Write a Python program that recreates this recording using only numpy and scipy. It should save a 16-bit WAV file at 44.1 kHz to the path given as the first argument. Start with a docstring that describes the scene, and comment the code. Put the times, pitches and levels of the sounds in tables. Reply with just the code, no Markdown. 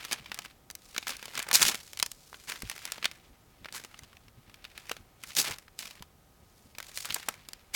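"""Loose newspaper under a cat's paws, on a couch in a quiet living room, close to a small microphone.
Creases snap as short noise bursts; sheets slide and crumple as noise with clumps of tiny crackles.
Paws knock the folds (puffs of noise an octave wide) and thump the cushion (a damped swing and a shudder).
A short soft room tail follows; behind lie rumble, hiss, soft low bumps and faint steady tones."""
import sys
import numpy as np
from scipy import signal
from scipy.fft import rfft, irfft, next_fast_len
from scipy.io import wavfile

SR = 44100
rng = np.random.default_rng(int(sys.argv[2]) if len(sys.argv) > 2 else 0)


def master(y):
    """Save y as 16-bit WAV."""
    cut = np.clip(np.atleast_2d(y).T, -1, 1)
    pcm = np.round(cut * 32767)  # scale
    wavfile.write(sys.argv[1], SR, pcm.astype(np.int16))


N = 341775  # length [samples]

# Creases snapping: (time [s], sheet body level [dB], fibre crack level [dB])
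CREASE_SNAPS = [(0.0497, -35.5, -34), (0.112, -32.5, -43), (0.1221, -31, -27), (0.129, -27.5, -22.5),
                (0.2594, -41, -79), (0.317, -27, -47), (0.344, -37.5, -32), (0.376, -44, -51),
                (0.389, -30, -28.5), (0.449, -43, -47), (0.458, -40, -46), (0.7012, -33, -37.5),
                (0.7103, -46.5, -35.5), (0.7518, -45, -29), (0.9463, -39.5, -44), (0.9635, -31, -51),
                (0.9798, -23, -26), (1.0269, -36.5, -64), (1.0694, -30.5, -32), (1.081, -45, -28),
                (1.093, -28.5, -32), (1.105, -35.5, -29), (1.1672, -48, -35.5), (1.2272, -34.5, -42),
                (1.2556, -39, -33), (1.2805, -39, -50), (1.3527, -34, -37.5), (1.3769, -28, -28),
                (1.3927, -32.5, -27.5), (1.4, -29, -37), (1.4268, -53, -29.5), (1.4876, -35, -30),
                (1.513, -25, -22), (1.53, -27, -21.5), (1.554, -29, -11.5), (1.595, -35.5, -40),
                (1.6193, -21.5, -16), (1.6278, -30.5, -14), (1.6824, -35.5, -17.5), (1.745, -32.5, -30),
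                (1.753, -39, -29.5), (1.9323, -37.5, -34.5), (1.973, -40.5, -34), (1.991, -41, -31),
                (1.999, -29, -23.5), (2.027, -20.5, -14.5), (2.0618, -37.5, -28), (2.1162, -43, -29),
                (2.3429, -37, -66), (2.4976, -34, -33.5), (2.621, -36, -31), (2.6979, -33, -26.5),
                (2.7141, -36.5, -35), (2.853, -34.5, -26.5), (2.9201, -32, -23.5), (2.9802, -36, -79),
                (3.027, -29.5, -51.5), (3.0438, -28, -34), (3.055, -22, -25.5), (3.1134, -42, -40),
                (3.6455, -37.5, -61), (3.657, -35.5, -57.5), (3.6855, -39, -59), (3.725, -45.5, -36.5),
                (3.797, -46.5, -56), (3.838, -42.5, -42), (3.848, -34, -41), (3.943, -41, -58),
                (3.9909, -43, -41), (4.034, -47.5, -48.5), (4.13, -51, -61), (4.1688, -45, -54),
                (4.282, -44.5, -58.5), (4.4971, -52, -57.5), (4.5423, -42.5, -50), (4.558, -73, -60.5),
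                (4.6425, -43.5, -46), (4.6503, -40.5, -66), (4.7774, -36.5, -39), (4.895, -36.5, -35),
                (4.9153, -31, -30), (4.9666, -38.5, -43.5), (5.2365, -36.5, -34.5), (5.3051, -46, -51),
                (5.3511, -42, -31.5), (5.367, -32, -22), (5.4, -35, -27.5), (5.4582, -42.5, -44),
                (5.475, -38, -33), (5.5094, -35, -32), (5.5847, -40, -39), (5.6806, -43.5, -65.5),
                (5.7903, -43.5, -30), (5.8284, -39, -48), (5.8553, -35.5, -52), (5.9087, -48, -48),
                (6.0237, -37.5, -39), (6.75, -46, -66.5), (6.784, -37.5, -31.5), (6.8021, -34.5, -36),
                (6.8273, -42.5, -40.5), (6.9741, -31.5, -27), (7.047, -36, -42), (7.0547, -38, -27),
                (7.105, -31.5, -48), (7.1237, -35.5, -34), (7.144, -41.5, -18.5), (7.2868, -27, -18.5),
                (7.3403, -41, -46), (7.487, -38.5, -34.5), (7.5328, -40, -33)]
# Swats and crumples, nominal levels:
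# (time of full force [s], time held [s], sheet body level [dB], fine crackle level [dB])
PAPER_CRUMPLES = [(0.0, .1, -49, -53.5), (0.12, 0.0071, -37, -44), (1.075, .035, -40.5, -47),
                  (1.34, .06, -42.5, -50.5), (1.545, .012, -29, -21), (1.612, 0.075, -32, -31),
                  (2.486, 0.037, -38.5, -43.5), (3.74, 0.037, -46.5, -43), (5.374, 0.033, -35.5, -28.5),
                  (5.435, 0.085, -41, -46), (5.795, .012, -53.5, -47.5), (6.95, 0.082, -59.5, -45.5),
                  (7.05, 0.15, -50, -50), (7.75, .01, -32, -28.5)]
# Sheets sliding quietly between the swats, nominal levels:
# (time [s], sheet body level [dB], fine crackle level [dB])
SHEET_SLIDING = [(0.2, -55, -69.5), (0.42, -54.5, -58), (0.67, -77.5, -84), (0.84, -63, -57.5),
                 (1.72, -41, -57.5), (1.79, -58, -54.5), (2.25, -70.5, -59.5), (2.45, -59.5, -56),
                 (2.879, -49, -53.5), (3.351, -68, -74.5), (3.7, -63, -70.5), (3.85, -58, -61),
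                 (4.35, -70, -79.5), (4.5, -63.5, -78.5), (4.92, -55, -56), (5.13, -70.5, -87),
                 (5.27, -53.5, -51), (5.7, -84, -83), (5.84, -50, -47.5), (6.03, -62.5, -72.5),
                 (6.151, -80, -83), (6.6, -72.5, -64.5), (6.74, -72.5, -69), (6.85, -57, -55.5),
                 (7.3, -51.5, -56), (7.45, -63.5, -70.5)]
# Colour of the flexing sheet: (frequency [Hz], relative density [dB per Hz])
SHEET_COLOUR = [(120, -7), (300, -9.5), (600, -8), (1300, -2.5), (2400, 0), (3600, -4.5), (5000, -9),
                (8000, -24)]
# Colour of the cracking fibres: (frequency [Hz], relative density [dB per Hz])
FIBRE_COLOUR = [(2200, -15), (4500, -5.5), (7000, -6.5), (10500, -11.5), (16500, -17)]
# Hollow knocks of a paw on the folded sheets: (time [s], peak level [dB], pitch [Hz])
PAW_KNOCKS = [(2.329, -31.5, 930), (4.913, -26, 617), (7.162, -25.5, 990), (7.285, -20.5, 960)]
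# Paws and sheets landing on the cushion: (time [s], push level [dB])
CUSHION_THUMPS = [(1.643, -24), (2.633, -19.5), (5.505, -29), (6.007, -28.5), (7.284, -40)]
# Colour of room rumble and microphone hiss: (frequency [Hz], relative density [dB per Hz])
FLOOR_COLOUR = [(25, 4), (100, 0.5), (300, -7), (700, -11), (2400, -21), (9000, -25), (17000, -24)]
# Soft low bumps under the rustle, all at one level: (time [s])
LOW_BUMPS = [.21, .3, 3.311, 3.62, 4.03, 4.27, 4.385, 4.49, 5.01, 5.3, 6.43, 6.66, 7.11, 7.37]
# Faint steady tones: (frequency [Hz], rms level [dB])
STEADY_TONES = [(769.8, -79), (1254, -79)]

SNAP_RISE_S, SHEET_T60_S, FIBRE_T60_S = 0.00017, 0.02, 0.011
# Crumple envelope; pairs are (sheet body, fine crackle)
SWELL_S = 0.02
FALL_DB_PER_S, SETTLE_DB_PER_S = (289.5, 423.5), (106, 113.5)
SETTLE_DROP_DB = (15, 15.5)  # where the slow settling line starts, below the peak
GRAIN_SPREAD_DB, CLUMP_DB = 4, 3  # scatter of crackle sizes, wander of their rate
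BEND_DB = 3.5  # how far the bands of the sheet's colour wander
KNOCK_T60_S = 0.016
CUSHION_HZ, CUSHION_T60_S, SHUDDER_T60_S = 175, 0.0056, 0.12
ROOM_T60_S, ROOM_DB, ROOM_CUT_HZ = 0.15, -22, 7000
FLOOR_DB = -61.5
BUMP_S, BUMP_DB = 0.07, -56  # whole width, rms level at the top of the swell
STOP_HZ = 17400  # 60 dB down from here up


def paper():
    """Snaps and rustle excite the same sheet and the same fibres."""
    body_db, crackle_db = handling_db()
    # The harder the handling, the denser the crackle; gentle sliding stays smooth.
    busy = from_db(0.3 * (body_db + 45))
    buckles = grains(300 * busy, grain_t60=0.012) * np.minimum(busy, 1)
    body, treble = snap_bursts()
    # The constant part is sheet sliding on sheet.
    body = body + (0.5 + 0.7 * buckles) * from_db(body_db)
    treble = treble + (0.5 + 0.8 * buckles) * from_db(crackle_db)
    sheet_noise, fibre_noise = rng.standard_normal((2, N))
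    sheet = coloured(body * bending(sheet_noise), SHEET_COLOUR)
    fibres = coloured(treble * fibre_noise, FIBRE_COLOUR)
    return sheet + fibres


def snap_bursts():
    """Snap envelopes for sheet and fibres: a quick swell, a fast death, faster in the treble."""
    s, *levels_db = np.transpose(CREASE_SNAPS)
    clicks = np.zeros((2, N))
    clicks[:, np.round(s * SR).astype(int)] = from_db(levels_db)
    t = np.arange(SR // 20) / SR
    decay = from_db(-60 * t / [[SHEET_T60_S], [FIBRE_T60_S]])
    shape = decay * (1 - np.exp(-t / SNAP_RISE_S))
    shape = shape / shape.max(axis=1, keepdims=True)
    return signal.fftconvolve(clicks, shape, axes=1)[:, :N]


def handling_db():
    """Body and crackle levels: crumples swell, hold, die fast and settle slowly, on top of sliding."""
    t = np.arange(0, N + 32, 32) / SR
    s, *sliding_db = np.transpose(SHEET_SLIDING)
    start, held, *peaks_db = np.transpose(PAPER_CRUMPLES)[:, :, None]
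    early = np.maximum(start - t, 0)
    late = np.maximum(t - start - held, 0)
    swell = np.maximum(1 - early / SWELL_S, 0) ** 2
    levels = []
    for k in range(2):
        fast = FALL_DB_PER_S[k] * late
        slow = SETTLE_DROP_DB[k] + SETTLE_DB_PER_S[k] * late
        crumples = swell * from_db(peaks_db[k] - np.minimum(fast, slow))
        sliding_power = from_db(2 * np.interp(t, s, sliding_db[k]))
        level_db = 10 * np.log10((crumples ** 2).sum(axis=0) + sliding_power)
        levels.append(np.interp(np.arange(N) / SR, t, level_db))
    return levels


def grains(per_s, grain_t60):
    """Envelope of tiny buckles at random moments, in clumps, each dying fast; mean power 1."""
    clumped_rate = per_s * from_db(CLUMP_DB * drift(40))
    born = rng.random(N) < clumped_rate / SR
    scatter_db = GRAIN_SPREAD_DB * np.minimum(rng.exponential(1, N), 3)
    sizes = born * from_db(scatter_db) / np.sqrt(per_s)  # denser grains are smaller
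    return rms_one(dying(sizes + 1e-18, grain_t60))


def bending(x):
    """The sheet rings differently with every fold: four bands of its sound rise and sink apart."""
    lows = [0 * x]
    for hz in (600, 1200, 2400):
        lows.append(signal.sosfiltfilt(signal.butter(2, hz, fs=SR, output="sos"), x))
    bands = np.diff(lows + [x], axis=0)
    return sum(band * rms_one(from_db(BEND_DB * drift(17.0))) for band in bands)


def knocks():
    """Each knock of a paw is a short puff of noise an octave wide around its pitch."""
    out = np.zeros(N)
    t = np.arange(SR // 20) / SR
    for s, peak_db, hz in PAW_KNOCKS:
        puff = rng.standard_normal(len(t)) * from_db(-60 * t / KNOCK_T60_S)
        edges = [hz / np.sqrt(2), hz * np.sqrt(2)]
        puff = signal.sosfilt(signal.butter(1, edges, "band", fs=SR, output="sos"), puff)
        out[round(s * SR):][:len(t)] += from_db(peak_db) * puff / np.abs(puff).max()
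    return out


def cushion():
    """A soft push sets the padding swinging once; a loose low shudder follows."""
    pushes = np.full(N, 1e-18)
    for s, push_db in CUSHION_THUMPS:
        pushes[round(s * SR)] = from_db(push_db)
    r = from_db(-60 / (CUSHION_T60_S * SR))
    w = 2 * np.pi * CUSHION_HZ / SR
    swing = signal.lfilter([0, np.sin(w)], [1, -2 * r * np.cos(w), r * r], pushes)
    swing = signal.sosfilt(signal.butter(2, 600.0, fs=SR, output="sos"), swing)
    shudder = 1.52 * rng.standard_normal(N) * dying(pushes, SHUDDER_T60_S)
    shudder = signal.sosfilt(signal.butter(2, [40.0, 130.0], "band", fs=SR, output="sos"), shudder)
    return swing + shudder


def room(x):
    """The short tail of a soft-furnished room: dull noise dying away."""
    t = np.arange(SR // 2) / SR
    onset = 1 - np.exp(-t / 0.00083)
    tail = rng.standard_normal(len(t)) * from_db(-60 * t / ROOM_T60_S) * onset
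    tail = signal.sosfilt(signal.butter(1, ROOM_CUT_HZ, fs=SR, output="sos"), tail)
    tail = tail / np.sqrt(np.sum(tail ** 2))  # energy 1
    return from_db(ROOM_DB) * signal.fftconvolve(x, tail)[:N]


def background():
    """Rumble and hiss as coloured noise, low bumps as swells of low noise, steady tones as sines."""
    floor = from_db(FLOOR_DB) * coloured(rng.standard_normal(N), FLOOR_COLOUR)
    t = np.arange(N) / SR
    swell = sum(np.maximum(1 - 2 * np.abs(t - s) / BUMP_S, 0) for s in LOW_BUMPS)
    low_band = signal.butter(2, [40.0, 180.0], "band", fs=SR, output="sos")
    lows = signal.sosfilt(low_band, rng.standard_normal(N))
    bumps = from_db(BUMP_DB) * swell * rms_one(lows)
    tones = sum(np.sqrt(2) * from_db(db) * np.sin(2 * np.pi * hz * t) for hz, db in STEADY_TONES)
    return floor + bumps + tones


def from_db(db):
    """Gain of a level in dB."""
    return 10 ** (np.asarray(db) / 20)


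def rms_one(x):
    """Scaled to rms 1."""
    return x / np.sqrt(np.mean(x ** 2) + 1e-20)


def dying(x, t60):
    """Each impulse of x dies exponentially, by 60 dB in t60 seconds."""
    return signal.lfilter([1], [1, -from_db(-60 / (t60 * SR))], x)


def drift(rate):
    """Slow chance of rms 1: noise twice through a one-pole low-pass at rate [Hz], run in."""
    r = np.exp(-20 * np.pi * rate / SR)  # one step is ten samples
    noise = rng.standard_normal(N // 10 + 4002)
    slow = signal.lfilter([1], [1, -2 * r, r * r], noise)[4000:]
    return np.interp(np.arange(N) / 10, np.arange(len(slow)), rms_one(slow))


def coloured(x, spectrum):
    """Gives x the colour of a spectrum; white noise of rms 1 keeps rms 1."""
    hz_points, db_points = np.transpose(spectrum)
    size = next_fast_len(N)
    hz = np.maximum(np.arange(size // 2 + 1) * SR / size, 1)
    gain = from_db(np.interp(np.log(hz), np.log(hz_points), db_points, left=-80))
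    return irfft(rfft(x, size) * rms_one(gain), size)[:N]


def scene():
    """Paper and paws close by, their tail in the room, and the background."""
    near = paper() + knocks() + cushion()
    return (near + room(near) + background())[None]


def record(dry):
    """A steep low-pass cuts the top."""
    return signal.sosfilt(signal.cheby2(16, 60, STOP_HZ, fs=SR, output="sos"), dry)


dry = scene()
out = record(dry)
master(out)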